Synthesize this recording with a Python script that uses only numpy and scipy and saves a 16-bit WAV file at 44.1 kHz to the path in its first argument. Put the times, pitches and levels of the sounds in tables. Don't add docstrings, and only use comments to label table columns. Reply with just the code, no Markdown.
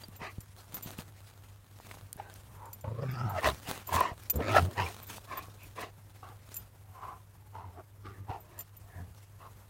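import sys
import numpy as np
from scipy import signal
from scipy.fft import rfft, irfft, next_fast_len
from scipy.io import wavfile
from scipy.ndimage import uniform_filter1d

SR = 44100
rng = np.random.default_rng(int(sys.argv[2]) if len(sys.argv) > 2 else 0)


def log_audio(samples):
    frames = np.atleast_2d(samples).T
    limited = np.clip(frames, -1, 1)
    pcm = np.round(limited * 32767).astype(np.int16)
    wavfile.write(sys.argv[1], SR, pcm)


N = 427329


def gain_of(db):
    return 10 ** (np.asarray(db) / 20)


def evened(x):
    return x / np.sqrt(np.mean(x ** 2) + 1e-20)


def add(mix, start_s, sound):
    part = mix[round(start_s * SR):][:len(sound)]
    part += sound[:len(part)]


def follow(rows):
    s, *columns = np.transpose(rows)
    t = np.arange(s[0], s[-1], 1 / SR)
    return s[0], [np.interp(t, s, c) for c in columns]


def wander(count, seconds):
    size = max(round(seconds * SR), 1)
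    once = uniform_filter1d(rng.standard_normal(count), size)
    return evened(uniform_filter1d(once, size))


def resonate(x, hz, width):
    turn = np.exp(2j * np.pi * np.cumsum(hz * np.ones(len(x))) / SR)
    r = np.exp(-np.pi * width / SR)
    return 2 * (turn * signal.lfilter([1 - r], [1, -r], x / turn)).real


def twice(x, hz, width):
    return resonate(resonate(x, hz, width), hz, 2 * width)


def coloured(x, points):
    hz, db = np.transpose(points)
    size = next_fast_len(len(x))
    shape_db = np.interp(np.log(np.fft.rfftfreq(size, 1 / SR) + 1), np.log(hz + 1), db)
    return evened(irfft(rfft(x, size) * gain_of(shape_db), size)[:len(x)])


def patchy(x, depth_db):
    z = signal.stft(x, nperseg=512)[2]
    field = uniform_filter1d(rng.standard_normal(z.shape), size=7, axis=0)
    field = uniform_filter1d(field, size=8, axis=1)
    return evened(signal.istft(z * gain_of(depth_db * evened(field)), nperseg=512)[1][:len(x)])


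def yard():
    # frequency in Hz, relative level in dB per Hz.
    wash_curve = [(15, -80), (25, -7.5), (102, -5.5), (123, -9), (249, -24), (988, -26), (4250, -41.5),
                  (14000, -36), (16000, -44)]
    hum_hz, hum_db, wash_db = 99.8, -56, -57
    t = np.arange(N) / SR
    hum_gain = np.sqrt(2) * gain_of(hum_db + 1.6 * wander(N, 0.044))
    hum = hum_gain * np.sin(2 * np.pi * hum_hz * t + 0.14 * wander(N, 0.014))
    swell_db = 1.5 * wander(N, .15) + 1.5 * wander(N, .02)
    noise = patchy(coloured(rng.standard_normal(N), wash_curve), depth_db=1)
    return hum + gain_of(wash_db + swell_db) * noise


def scuffle_gain():
    # time in seconds, level in dB.
    rustle = [(0, -65), (1.1, -60.5), (1.8, -70), (2.9, -69), (3.4, -57.5), (4.1, -63), (5.0, -58),
              (5.7, -58), (5.95, -70.5), (6.2, -62.5), (6.7, -71), (7.9, -74), (8.4, -71), (9.69, -69.5)]
    # loudest moment in seconds, level there in dB,
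    # length in seconds over which it both rises and falls by the swell.
    scuffs = [(0.01, -52, 0.39), (0.591, -51, 0.133), (0.762, -46.5, 0.28), (0.884, -43.5, 0.294),
              (0.99, -36.5, 0.069), (1.893, -54, 1), (2.334, -54.5, 0.49), (3.47, -36.5, 0.21),
              (3.708, -35.5, 0.24), (3.947, -30, 0.16), (4.201, -56.5, 0.38), (4.359, -50, 0.166),
              (4.572, -33.5, 0.18), (4.83, -47, 0.73), (5.147, -44.5, 0.35), (5.806, -46, 0.19),
              (6.531, -54, 0.41), (8.604, -53, 0.088), (9.19, -58.5, 0.33)]
    swell_db, top = 25, 0.42
    t = np.arange(N) / SR
    power = gain_of(2 * np.interp(t, *np.transpose(rustle)))
    for s, db, length in scuffs:
        away = np.maximum((s - t) / top, (t - s) / (1 - top)) / length
        power += gain_of(2 * (db - swell_db * away))
    return np.sqrt(power)


def scuffle():
    # frequency in Hz, relative level in dB per Hz.
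    grass = [(120, -9), (200, -4.5), (347, -9), (1870, -12.5), (12800, -20), (16000, -22)]
    swish = rng.standard_normal(N) * gain_of(3.55 * wander(N, 0.014))
    sizes = gain_of(5.5 * np.minimum(rng.exponential(1, N), 5))
    crackle = sizes * (rng.random(N) < 700 / SR)
    grain = rng.standard_normal(40) * np.exp(-np.arange(40) / 20.0)
    crackle = signal.oaconvolve(crackle, grain)[:N]
    return scuffle_gain() * coloured(patchy(swish, depth_db=2.5) + 0.57 * evened(crackle), grass)


def paws():
    # start in seconds, peak level in dB.
    snaps = [(0.084, -33), (0.915, -31.5), (0.9843, -28), (2.1295, -17), (2.168, -36), (2.3405, -32.5),
             (4.006, -16), (4.236, -35)]
    # start in seconds, level before decay in dB, frequency in Hz.
    taps = [(0.988, -31, 2760), (1.801, -34.5, 886), (1.913, -30.5, 2050), (1.942, -35, 1000),
            (1.972, -36, 738), (5.182, -29, 917), (5.484, -36.5, 538)]
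    # start in seconds, peak level in dB, frequency in Hz.
    thuds = [(0.086, -37.5, 175), (0.216, -34, 150), (0.383, -28.5, 111), (0.739, -36, 159),
             (0.86, -32, 157), (0.988, -28.5, 175), (2.159, -36.5, 96.9), (3.687, -29.5, 187),
             (4.117, -31, 93)]
    tap_decay_s, thud_decay_s = 0.0008, 0.0027
    out, t = np.zeros(N), np.arange(3000) / SR
    for s, db in snaps:
        decay = np.exp(-t / 0.00051) + 0.018 * np.exp(-t / 0.007)
        burst = np.diff(rng.standard_normal(len(t) + 1)) * decay
        add(out, s, gain_of(db) * burst / abs(burst).max())
    for s, db, hz in taps:
        add(out, s, gain_of(db) * np.sin(2 * np.pi * hz * t) * np.exp(-t / tap_decay_s))
    for s, db, hz in thuds:
        push = np.sin(2 * np.pi * hz * t) * np.exp(-t / thud_decay_s)
        add(out, s, gain_of(db) * push / push.max())
    return out


def clinks():
    # start in seconds, level in dB, level of the low modes against the
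    # top cluster in dB, time until fur muffles the ring in seconds.
    touches = [(0.162, -43.5, -6, 0.0225), (0.405, -42, 2.5, 0.032), (0.7427, -28, -10, 0.032),
               (0.825, -33.5, -7, 0.035), (2.6553, -52, 7.5, .07), (2.73, -34, -8, 0.019),
               (2.81, -46, -1, .035), (3.113, -42.5, -6, .006), (3.296, -36, -13, 0.018),
               (3.8702, -31, -12, .03), (4.2984, -17.5, -8, .012), (4.305, -16.5, -12, 0.0085),
               (4.358, -30, -9, 0.011), (5.028, -38, -16, .012), (5.069, -41, -15, .01),
               (5.372, -35, -15, 0.014), (5.632, -43, -8, .022), (6.542, -35, 0, .02),
               (6.558, -42, 2, .008), (6.566, -27, -8, 0.0397), (8.403, -48, -15, .03),
               (8.579, -50, 1.5, 0.0102), (8.59, -31.5, -4.5, .02), (8.607, -35, -4, 0.0128),
               (8.767, -43, -12.5, .012)]
    # frequency in Hz, relative level in dB, 60 dB decay time in seconds.
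    modes = [(2620, -12, .03), (4700, -12, .03), (6000, -6, .025), (7150, -3, .045), (7330, -1, .06),
             (9950, -4, .025), (13687, -2, .11), (13880, -2, .1), (14118, -4, .08)]
    out, t = np.zeros(N), np.arange(6000) / SR
    hz, mode_db, t60 = np.transpose(modes)[:, :, None]
    low = hz < 12000
    chances = rng.standard_normal((len(touches), len(modes), 1))
    for (s, db, low_db, free_s), chance in zip(touches, chances):
        muffling_db = 1500 * np.maximum(t - free_s, 0)
        level_db = mode_db + low * low_db + 3 * chance - 60 * t / t60 - muffling_db
        rattle = rng.standard_normal(600) ** 3 * np.exp(-t[:600] / .004)
        ringing = (gain_of(level_db) * np.sin(2 * np.pi * hz * t)).sum(0)
        ring = signal.oaconvolve(ringing, rattle)[:len(t)]
        tick = gain_of(low_db - 6) * twice(rng.standard_normal(len(t)), 10500, 5700) * np.exp(-t / 0.0048)
        onset = 1 - np.exp(-t / 0.00026)
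        add(out, s, gain_of(db) * (ring / abs(ring).max() + tick) * onset)
    return out


def whines():
    # start in seconds, length in seconds, frequency in Hz,
    # width in Hz, level before the fades in dB.
    cries = [(2.196, 0.14, 1580, 60, -59), (4.92, 0.14, 1075, 20, -62), (5.38, 0.12, 1095, 20, -59),
             (5.58, 0.1, 2450, 300, -58), (6.79, 0.19, 770, 16, -68), (7.38, 0.14, 850, 16, -70),
             (8.855, 0.22, 1740, 220, -59)]
    out = np.zeros(N)
    for s, length, hz, width_hz, db in cries:
        count = round(length * SR)
        fall_hz = np.linspace(-width_hz, width_hz, count) / 2
        pitch_hz = hz * (1 + .006 * wander(count, 0.062)) - fall_hz
        tone = twice(rng.standard_normal(count), pitch_hz, width_hz)
        add(out, s, gain_of(db) * evened(tone) * signal.windows.tukey(count, .9))
    return out


def snarl(breath):
    # time in seconds, frequency in Hz, level in dB.
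    path = [(3.0, 4600, -61.5), (3.06, 5200, -66.5), (3.13, 4560, -62.5), (3.285, 5400, -61)]
    out, (s, (hz, db)) = np.zeros(N), follow(path)
    air = breath[round(s * SR):][:len(hz)] * gain_of(5 * wander(len(hz), .012))
    add(out, s, gain_of(db) * evened(twice(air, hz, 520)) * signal.windows.tukey(len(hz), .1))
    return out


def rasps():
    # start in seconds,
    # tone level at the peak of the swell in dB, frequency in Hz.
    bursts = [(0.036, -42, 4738), (2.196, -32.5, 810), (2.84, -37.5, 597), (3.028, -35, 462),
              (3.202, -41, 1350), (3.383, -27, 612), (3.447, -29.5, 790), (3.471, -20.5, 628),
              (3.889, -31.5, 990), (3.923, -26, 910), (3.938, -22, 1022), (3.962, -21, 1036),
              (3.98, -26, 1083), (4.006, -14.5, 1015), (4.05, -27, 1071), (4.402, -27, 471),
              (4.544, -20, 773), (4.564, -15.5, 1328), (4.578, -21.5, 1374), (4.562, -13.5, 626),
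              (4.581, -18, 715), (4.594, -27, 742), (4.795, -26, 906), (4.861, -33.5, 2370),
              (8.309, -34, 745)]
    # frequency in Hz, relative level in dB per Hz.
    burst_noise = [(300, -7.5), (600, 6.5), (1400, -1), (2800, -8), (7000, -35)]
    out, t = np.zeros(N), np.arange(1500) / SR
    swell = (t / 0.0045 * np.exp(1 - t / 0.0045)) ** 2
    for s, db, hz in bursts:
        noise = coloured(rng.standard_normal(len(t)), burst_noise)
        add(out, s, gain_of(db) * swell * (np.sin(2 * np.pi * hz * t) + 0.25 * noise))
    return out


def pant(top_s, rise, fall, db, mouth_hz, throat_db, hiss_db, stretch):
    swell_db, knee = 27.5, 0.29
    throat_stays, hiss_stays = 0.398, 0.077
    places = (-rise, -rise / 2, 0, fall / 2, fall)
    lost_db = swell_db * np.array([1, knee, 0, knee, 1])
    return [(top_s + s, db - d, mouth_hz, throat_db + throat_stays * d, hiss_db + hiss_stays * d, stretch)
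            for s, d in zip(places, lost_db)]


def cavity(air, modes, stretch):
    return sum(gain_of(db) * twice(air, hz * stretch * (1 + .06 * wander(len(air), .025)), width)
               for hz, width, db in modes)


def pants(breath):
    # loudest moment in seconds, rise and fall in seconds, effort in dB, mouth
    # resonance in Hz, throat and hiss levels against effort in dB, throat pitch as a multiple of rest.
    pant_rows = [ (0.221, 0.034, 0.067, -42.5, 945, -5.5, -0.5, 1.07),
                 (0.269, 0.051, 0.056, -45, 1090, -12, 0, 1.05),
                 (2.19, 0.0286, 0.16, -53.5, 780, 0, -1.5, 1.02),
                 (2.673, 0.17, 0.081, -52.5, 920, -2.5, -36, 1.34),
                 (3.464, 0.052, 0.064, -26, 1020, -6.5, -3.5, 1.16),
                 (3.715, 0.1, 0.1154, -56.5, 1080, 5, 11.5, 1.305),
                 (4.007, 0.14, 0.14, -30, 960, -8, -7, 1.05),
                 (4.802, 0.056, 0.13, -34.5, 960, -4.5, -2.5, 1.194),
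                 (5.33, 0.063, 0.14, -37.5, 1048, -13.5, -7, 1.02),
                 (5.79, 0.033, 0.12, -41.5, 1010, -2, -1.5, 1.108),
                 (6.233, 0.0099, 0.15, -49.5, 1099, -5.5, -16, 1.2),
                 (7.058, 0.153, 0.16, -42.5, 1011, -14.5, -22, 1.16),
                 (7.582, 0.071, 0.17, -45.5, 896.5, -10.5, -19, 1.185),
                 (7.785, 0.062, 0.042, -53, 1110, 4, -33, 1), (8.06, 0.035, 0.2, -51.5, 1186, -2, -4, 0.56),
                 (8.314, 0.049, 0.099, -39.5, 815, -7.5, -15, 1.066),
                 (8.59, 0.24, 0.054, -59, 970, 1, -3, 0.97),
                 (9.006, 0.24, 0.11, -65.5, 920, 6.5, -12.5, 1.11),
                 (9.435, 0.054, 0.079, -46.5, 1030, -24.5, -15, 1.04)]
    # time in seconds, then effort, mouth,
    # throat, hiss and throat pitch in the units above.
    growl_breath = [
        [(2.83, -51, 950, 8.5, -22, .95), (2.845, -47, 890, -2, -29.5, .9), (2.92, -59.5, 940, 10.5, -12, .76),
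         (3.04, -48, 1130, 5.5, -12, .72), (3.12, -52.5, 1234, -29.5, 4, .8), (3.18, -41, 1297, -43, -15, 1.05),
         (3.28, -39, 1260, -6.5, -12, 1.25), (3.33, -48, 1300, 8.5, -29, 1.25), (3.38, -35, 1260, 0, 0.5, 1.05),
         (3.42, -38, 1180, -7.5, -8, .95)],
        [(4.32, -68, 930, 21, -7.5, .66), (4.405, -55, 1190, 20, -6, .72), (4.43, -42, 1290, 2.5, -2, .8),
         (4.51, -39, 1250, 3.5, -0.5, .9), (4.578, -21, 1376, -10, -4.5, 1.1),
         (4.642, -74, 1080, 28.5, 1, 1.05), (4.74, -59, 887, 10, 10, .9)],
    ]
    # frequency at rest in Hz, width in Hz, relative level in dB.
    throat_modes = [(400, 210, 5.5), (626, 158, 9)]
    jaw_modes = [(1758, 370, 16), (2324, 580, 10.5), (3500, 900, -1), (4412, 1710, -11.5)]
    low_throat_db = [-17, 2.5]
    mouth_width_hz = 130
    jaw_opens = .1
    out = np.zeros(N)
    breaths = growl_breath + [pant(*row) for row in pant_rows]
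    for rows, low_db in zip(breaths, low_throat_db + [0] * len(pant_rows)):
        s, (effort_db, mouth_hz, throat_db, hiss_db, stretch) = follow(rows)
        count = len(mouth_hz)
        air = breath[round(s * SR):][:count] * gain_of(1.8 * wander(count, 0.021))
        mouth = twice(air, mouth_hz, mouth_width_hz) + 0.34 * twice(air, 836, 402)
        throat = cavity(air, np.add(throat_modes, [(0, 0, low_db), (0, 0, 0)]), stretch)
        jaw_stretch = stretch ** 0.33 * (1 + jaw_opens * np.linspace(-.5, .5, count))
        hiss = patchy(cavity(air, jaw_modes, jaw_stretch), depth_db=3)
        sound = evened(mouth) + gain_of(throat_db) * evened(throat) + gain_of(hiss_db) * hiss
        add(out, s, gain_of(effort_db) * sound * signal.windows.tukey(count, .1))
    return out + rasps()


def grunt(s, length, hz, db):
    top, rise_db, fall_db, sag = .42, 5, 15, 0.05996
    return [(s, hz * (1 + sag), db - rise_db), (s + top * length, hz, db),
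            (s + length, hz * (1 - sag), db - fall_db)]


def growls():
    # time in seconds, pitch in Hz,
    # chest tone in dB.
    growl_voice = [
        [(2.82, 105.9, -31), (2.96, 108.1, -39.5), (3.03, 134.2, -37), (3.11, 126.9, -35),
         (3.145, 122.1, -36.5), (3.262, 119.9, -30), (3.29, 105.6, -39.5), (3.37, 86.34, -36), (3.42, 80, -45)],
        [(4.33, 71.26, -27), (4.395, 76.09, -37.5), (4.44, 96.59, -39), (4.485, 105.9, -39),
         (4.624, 90.6, -27.5), (4.72, 97.04, -41.5)],
    ]
    # start in seconds, length in seconds, pitch in Hz,
    # chest tone in dB.
    grunt_rows = [(3.432, 0.1248, 72.77, -35.5), (3.909, 0.12, 82.86, -33.5), (4.769, 0.117, 94.2, -33.5),
                  (7.521, 0.33, 89.95, -48), (8.039, 0.12, 97.2, -49), (8.174, 0.11, 94.5, -45.5),
                  (8.274, 0.0622, 98.5, -38.5), (8.95, 0.14, 86.4, -42)]
    throb_hz, throb_db, throb_s, throb_from_hz = 27.5, 11, .2, 104
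    chest, gate, buzz = np.zeros((3, N))
    for rows in growl_voice + [grunt(*row) for row in grunt_rows]:
        s, (hz, db) = follow(rows)
        count = len(hz)
        t = np.arange(count) / SR
        fade = signal.windows.tukey(count, .22)
        turns = np.cumsum(hz * (1 + .055 * wander(count, .015))) / SR
        cycle_db = 3.0 * rng.standard_normal(int(turns[-1]) + 1)
        strength = gain_of(cycle_db)[turns.astype(int)]
        throb_depth_db = throb_db * (hz[0] > throb_from_hz) * np.exp(-t / throb_s)
        throb = gain_of(throb_depth_db * (np.sin(2 * np.pi * throb_hz * (t - .017)) - .5))

        step = gain_of(np.maximum(-.45 * (hz - 52), -18))
        phase = 2 * np.pi * turns
        tone = np.sin(phase) + step * np.sin(2 * phase) + 0.74 * step * np.sin(3 * phase)
        tone += 0.21 * evened(twice(rng.standard_normal(count), 124.0, 60))
        level = np.sqrt(2) * throb * gain_of(db + 1.8 * wander(count, 0.012))
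        add(chest, s, level * tone * fade)

        puffs = np.exp(-(turns % 1) / 0.99) * strength * throb
        add(gate, s, 0.3 * fade * (evened(puffs) - 1))
        clicks = np.diff(np.floor(turns), prepend=0) * strength * throb
        add(buzz, s, 0.68 * fade * evened(clicks))
    return chest, (1 + gate) * rng.standard_normal(N) + buzz


def scene():
    chest, breath = growls()
    voices = chest + pants(breath) + snarl(breath) + whines()
    return (voices + scuffle() + clinks() + paws() + yard())[None]


def record(dry):
    edge_hz = 16000
    thin = signal.sosfilt(signal.butter(2, 45., "highpass", fs=SR, output="sos"), dry)
    low_pass = signal.firwin(511, edge_hz, window=("kaiser", 9), fs=SR)
    return signal.oaconvolve(thin, low_pass[None], "same")


dry = scene()
out = record(dry)
log_audio(out)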